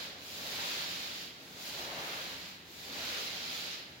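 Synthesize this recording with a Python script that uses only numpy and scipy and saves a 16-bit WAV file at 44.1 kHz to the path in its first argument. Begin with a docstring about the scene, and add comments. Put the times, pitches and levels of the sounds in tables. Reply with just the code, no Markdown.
"""Paint roller on a ceiling

A wet roller on a long pole sweeps to and fro in a bare, ringing room. Its nap peels off the
tacky paint in countless tiny snaps that merge into a hiss, and scrubs when pushed hard.
The core rumbles against the ceiling; the pole drones. At each turn the roller sinks, the room rings on."""
import sys
import numpy as np
from scipy import signal
from scipy.fft import rfft, irfft, next_fast_len
from scipy.io import wavfile
from scipy.ndimage import uniform_filter1d, map_coordinates

SR = 44100
rng = np.random.default_rng(int(sys.argv[2]) if len(sys.argv) > 2 else 0)


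def unload_audio(sound):
    """Save the sound as a 16-bit wav file, at the path given as the first command line argument."""
    columns = np.transpose(np.atleast_2d(sound))
    # keep every value between -1 and 1, then stretch to whole-number steps
    steps = np.round(np.clip(columns, -1, 1) * 32767)
    wavfile.write(sys.argv[1], SR, steps.astype(np.int16))


N = 176400

# Nap peeling, dips at the turns (time [s], level [dB])
PEEL_LEVEL = [(0, -44.5), (.17, -55.5), (.32, -48.5), (.6, -41.5), (.74, -41), (.92, -43), (1.24, -46.5),
              (1.35, -57.5), (1.5, -56.5), (1.67, -45), (1.8, -46), (1.91, -48), (2.14, -45.5), (2.48, -50),
              (2.64, -61.5), (2.74, -54.5), (2.95, -45), (3.14, -41.5), (3.42, -43.5), (3.57, -43),
              (3.73, -44), (3.85, -55), (4, -60.5)]
# Finest treble, quickest to start and stop (time [s], level [dB])
FIZZ_LEVEL = [(0, -59), (.1, -65), (.16, -72), (.22, -61.5), (.36, -55.5), (.68, -52.5), (1.25, -60),
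              (1.35, -71.5), (1.43, -65), (1.56, -63.5), (1.65, -53.5), (1.94, -61), (2.0, -57),
              (2.15, -57), (2.49, -63), (2.63, -73), (2.72, -62), (3.05, -55), (3.19, -55), (3.42, -59),
              (3.59, -54.5), (3.74, -61.5), (3.83, -69.5), (4, -72)]
# Core rolling (time [s], level [dB])
ROLL_LEVEL = [(0, -51), (.12, -56.5), (.28, -59), (.42, -50.5), (.6, -48), (1.14, -56), (1.33, -62.5),
              (1.52, -59.5), (1.79, -48), (2.05, -46), (2.35, -56), (2.6, -66), (2.75, -61), (2.98, -48),
              (3.18, -50.5), (3.4, -53.5), (3.6, -52.5), (3.85, -61.5)]
# Sweeps to the right (start [s], end [s])
RIGHT_SWEEPS = [(-.5, .16), (1.48, 2.4)]
# Hard mid-stroke pushes (peak time [s], level [dB], rise [s], fall [s])
PUSH_PEAKS = [(.66, -43.5, .15, 0.095), (2.04, -45, 0.29, 0.34), (3.07, -45.5, 0.19, 0.18),
              (3.72, -56, 0.063, 0.068)]

# Peeling hiss (frequency [Hz], relative density [dB])
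HISS_SPECTRUM = [(400, -31), (900, -22.5), (1250, -7), (1700, -8.5), (2400, -2), (2830, -2), (3700, 0),
                 (4150, 0.7), (5000, -2.5), (5900, -8), (7200, -13), (7800, -22), (8400, -27), (11000, -34)]
# Coarse rub (frequency [Hz], relative density [dB])
RUB_SPECTRUM = [(400, -38), (800, -12.5), (1200, -3.5), (1600, 3.5), (2200, -3.5), (2800, -15.5),
                (4000, -13), (8000, -33)]
# Fine fizz (frequency [Hz], relative density [dB])
FIZZ_SPECTRUM = [(3000, -49), (6000, -2), (7400, -1), (8400, -13), (9300, -8.5), (10300, -6.5), (12000, -7),
                 (14000, -4), (15800, -2.5)]
# Core on plaster (frequency [Hz], relative density [dB])
RUMBLE_SPECTRUM = [(40, -36), (70, -18), (130, -11), (260, -2.5), (400, -1), (495, 1.5), (600, 1), (710, 0),
                   (900, -1), (1250, -5), (2200, -10.5), (3500, -12), (7000, -52)]
# Ring of the hollow core (frequency [Hz], relative density [dB])
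HOLLOW_SPECTRUM = [(250, -30), (400, -6), (495, -1), (600, -4), (710, -1), (850, -6.5), (1300, -27)]
# Pole drone (frequency [Hz], relative density [dB])
DRONE_SPECTRUM = [(20, -34), (40, -42), (54, -29), (90, -4.5), (120, -2), (180, -1), (270, -1), (340, -3),
                  (600, -11), (1200, -13.5), (2000, -8), (4000, -31.5)]
# Nap scrubbing (frequency [Hz], relative density [dB])
SCRUB_SPECTRUM = [(400, -22), (800, -5), (1200, 3), (1600, 2.5), (2200, 3), (2800, 2.5), (4000, 0),
                  (5000, -20), (6000, -37), (9000, -40)]

# Low room and ceiling resonances (centre [Hz], width [Hz], relative level [dB])
ROOM_MODES = [(54.7, 3.8, -7.5), (79.4, 5.2, -1), (181, 34, 3.5), (272, 25, -0.5)]
# Room decay (frequency [Hz], T60 [s])
ROOM_T60 = [(60, 1.0), (250, 1.0), (1000, .9), (3000, 0.97), (6000, 0.15), (10000, 0.36), (16000, 0.086)]
# Left-right likeness (frequency [Hz], correlation [-1..1])
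PORT_CORRELATION = [(60, 0.95), (200, 0.91), (450, 0.87), (740, 0.87), (1000, 0.16), (1250, -0.51),
                    (2000, 0.095), (3300, 0.12), (6000, 0), (15000, -0.046)]
# Microphone port colour (frequency [Hz], left minus right [dB])
PORT_BALANCE = [(60, .5), (200, 2), (400, 2.3), (750, 1.5), (1200, 3.5), (1800, 2), (2500, 1.2),
                (3400, -4.5), (4400, -7), (5200, -1), (6000, 5.5), (7200, 18), (8500, 4.5), (10400, 1),
                (12500, 3.5), (15500, -8)]

TIME_S = np.arange(-(SR // 2), N) / SR  # starts early so the room already rings


def amp(db):
    return 10 ** (np.asarray(db) / 20)


def unit_rms(x):
    return x / np.sqrt(np.mean(x ** 2) + 1e-20)


def at_hz(table, hz):
    """Table interpolated over log frequency."""
    knots_hz, values = np.transpose(table)
    return np.interp(np.log(hz + 1), np.log(knots_hz + 1), values)


def envelope(table):
    """Table interpolated over time."""
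    return np.interp(TIME_S, *np.transpose(table))


def wobble(knots_per_s):
    """Smooth random curve."""
    position = (TIME_S - TIME_S[0]) * knots_per_s
    return map_coordinates(rng.standard_normal(size=1024), [position], mode="wrap")


def filtered(x, response):
    """x through the gain response(hz)."""
    size = next_fast_len(x.shape[-1] + SR // 2)
    gain = response(np.fft.rfftfreq(size, 1 / SR))
    return irfft(rfft(x, size) * gain, size)[..., :x.shape[-1]]


def coloured(x, spectrum):
    """x shaped by a spectrum, rms 1."""
    return unit_rms(filtered(x, lambda hz: amp(at_hz(spectrum, hz))))


def noise():
    """White noise, two independent channels."""
    return rng.standard_normal((2, len(TIME_S)))


def snaps(share, rate_per_s=5000, spread_db=4.5):
    """Paint threads break: dense clicks carry a share of the power, smooth noise the rest."""
    sizes = amp(spread_db * np.clip(noise(), -3, 3)) * np.sign(noise())
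    clicks = sizes * (rng.random(sizes.shape) < rate_per_s / SR)
    return np.sqrt(share) * unit_rms(clicks) + np.sqrt(1 - share) * noise()


def nap_peel(turn_s=0.38, lean_left_db=0.5, flutter_db=0.6):
    """Nap peels off the paint: hiss, rub and fizz. Uneven wetness flutters all three."""
    peel_db = envelope(PEEL_LEVEL)
    rub_db = 0.48 * peel_db + 0.52 * envelope(ROLL_LEVEL)
    rightward = sum(1.0 * ((TIME_S > start) & (TIME_S < end)) for start, end in RIGHT_SWEEPS)
    rightward = uniform_filter1d(rightward, int(turn_s * SR))
    fizz_db = envelope(FIZZ_LEVEL) + lean_left_db * np.array([rightward, -rightward])
    hiss = coloured(snaps(share=0.41), HISS_SPECTRUM) * amp(peel_db + 3)
    rub = coloured(snaps(share=0.57), RUB_SPECTRUM) * amp(rub_db - 6.5)
    fizz = coloured(snaps(share=0.45), FIZZ_SPECTRUM) * amp(fizz_db + 8)
    return (hiss + rub + fizz) * amp(flutter_db * wobble(knots_per_s=22))


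def core_roll(rough_db=0.25, ring_peak_db=-53.5, ring_db_per_db=1.36):
    """Core rumbles unevenly over the plaster and rings hollowly under the hardest rolling."""
    roll_db = envelope(ROLL_LEVEL)
    rumble = coloured(noise(), RUMBLE_SPECTRUM) * amp(roll_db - 0.5 + rough_db * wobble(knots_per_s=18))
    ring_db = ring_peak_db + ring_db_per_db * (roll_db - roll_db.max())
    return rumble + coloured(noise(), HOLLOW_SPECTRUM) * amp(ring_db)


def roll_swell(mean_db, db_per_db):
    """Gain that follows the rolling about its mean."""
    roll_db = envelope(ROLL_LEVEL)
    return amp(mean_db + db_per_db * (roll_db - roll_db.mean()))


def pole_drone():
    """Pole drones low, swelling slightly with each stroke."""
    return coloured(noise(), DRONE_SPECTRUM) * roll_swell(mean_db=-56, db_per_db=0.15)


def room_modes():
    """Rolling rings the low resonances of room and ceiling."""
    def peaks(hz):
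        return sum(amp(db) / np.sqrt(width_hz) / (1 + (2 * (hz - centre_hz) / width_hz) ** 2)
                   for centre_hz, width_hz, db in ROOM_MODES)
    return unit_rms(filtered(noise(), peaks)) * roll_swell(mean_db=-63.5, db_per_db=0.22)


def nap_scrub(flutter_db=0.54):
    """Each push on the pole: a bell-shaped swell of rougher, darker rubbing."""
    push = 0
    for peak_s, level_db, rise_s, fall_s in PUSH_PEAKS:
        sigma_s = np.where(TIME_S < peak_s, rise_s / 2, fall_s / 1.28)
        push += amp(level_db) * np.exp(-0.5 * ((TIME_S - peak_s) / sigma_s) ** 2)
    rubbing = coloured(snaps(share=0.99), SCRUB_SPECTRUM)
    return rubbing * push * amp(flutter_db * wobble(knots_per_s=25.3))


def room_reverb(x, wet_db):
    """Direct sound plus diffuse tail: the room stores each band's energy and lets it decay."""
    hz, frame_s, bands = signal.stft(x, SR, nperseg=512)
    decay = amp(-60 * frame_s[frame_s < 1] / at_hz(ROOM_T60, hz)[:, None]) ** 2
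    decay /= decay.sum(axis=1, keepdims=True)
    energy = signal.fftconvolve(np.abs(bands) ** 2, decay[None], axes=2)[..., :len(frame_s)]
    diffuse = signal.stft(noise(), SR, nperseg=512)[2]
    diffuse *= np.sqrt(np.abs(energy) / np.mean(np.abs(diffuse) ** 2))
    tail = signal.istft(diffuse, SR, nperseg=512)[1][:, :x.shape[1]]
    return (x + amp(wet_db) * tail) / np.hypot(1, amp(wet_db))


def wall_reflections(x, count=6, each_db=-21, max_delay_s=0.03):
    """Weak early reflections comb each channel differently."""
    delays_s = max_delay_s * rng.uniform(0.1, 1, (count, 2, 1))
    def comb(hz):
        return 1 + sum(amp(each_db) * np.exp(-2j * np.pi * hz * delay_s) for delay_s in delays_s)
    return filtered(x, comb) / np.sqrt(1 + count * amp(each_db) ** 2)


def scene():
    """Roller and room at two close ports: bass nearly alike, treble nearly unrelated."""
    def mid_side_gains(hz):
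        angle_rad = np.arccos(np.clip(at_hz(PORT_CORRELATION, hz), -1, 1)) / 2
        return np.array([np.cos(angle_rad), np.sin(angle_rad)])
    roller = nap_peel() + nap_scrub() + core_roll()
    in_room = wall_reflections(room_reverb(roller, wet_db=-3.5))
    mid, side = filtered(in_room + pole_drone() + room_modes(), mid_side_gains)
    return np.array([mid + side, mid - side])[:, -N:]


def record(dry):
    """Each microphone port adds its own colour; the top treble is cut."""
    def port_gains(hz, cutoff_hz=15850):
        balance_db = at_hz(PORT_BALANCE, hz)
        gain = amp(np.array([balance_db, -balance_db]) / 2)
        return gain / np.sqrt(np.mean(gain ** 2, axis=0)) * (hz < cutoff_hz)
    return filtered(dry, port_gains)


dry = scene()
out = record(dry)
unload_audio(out)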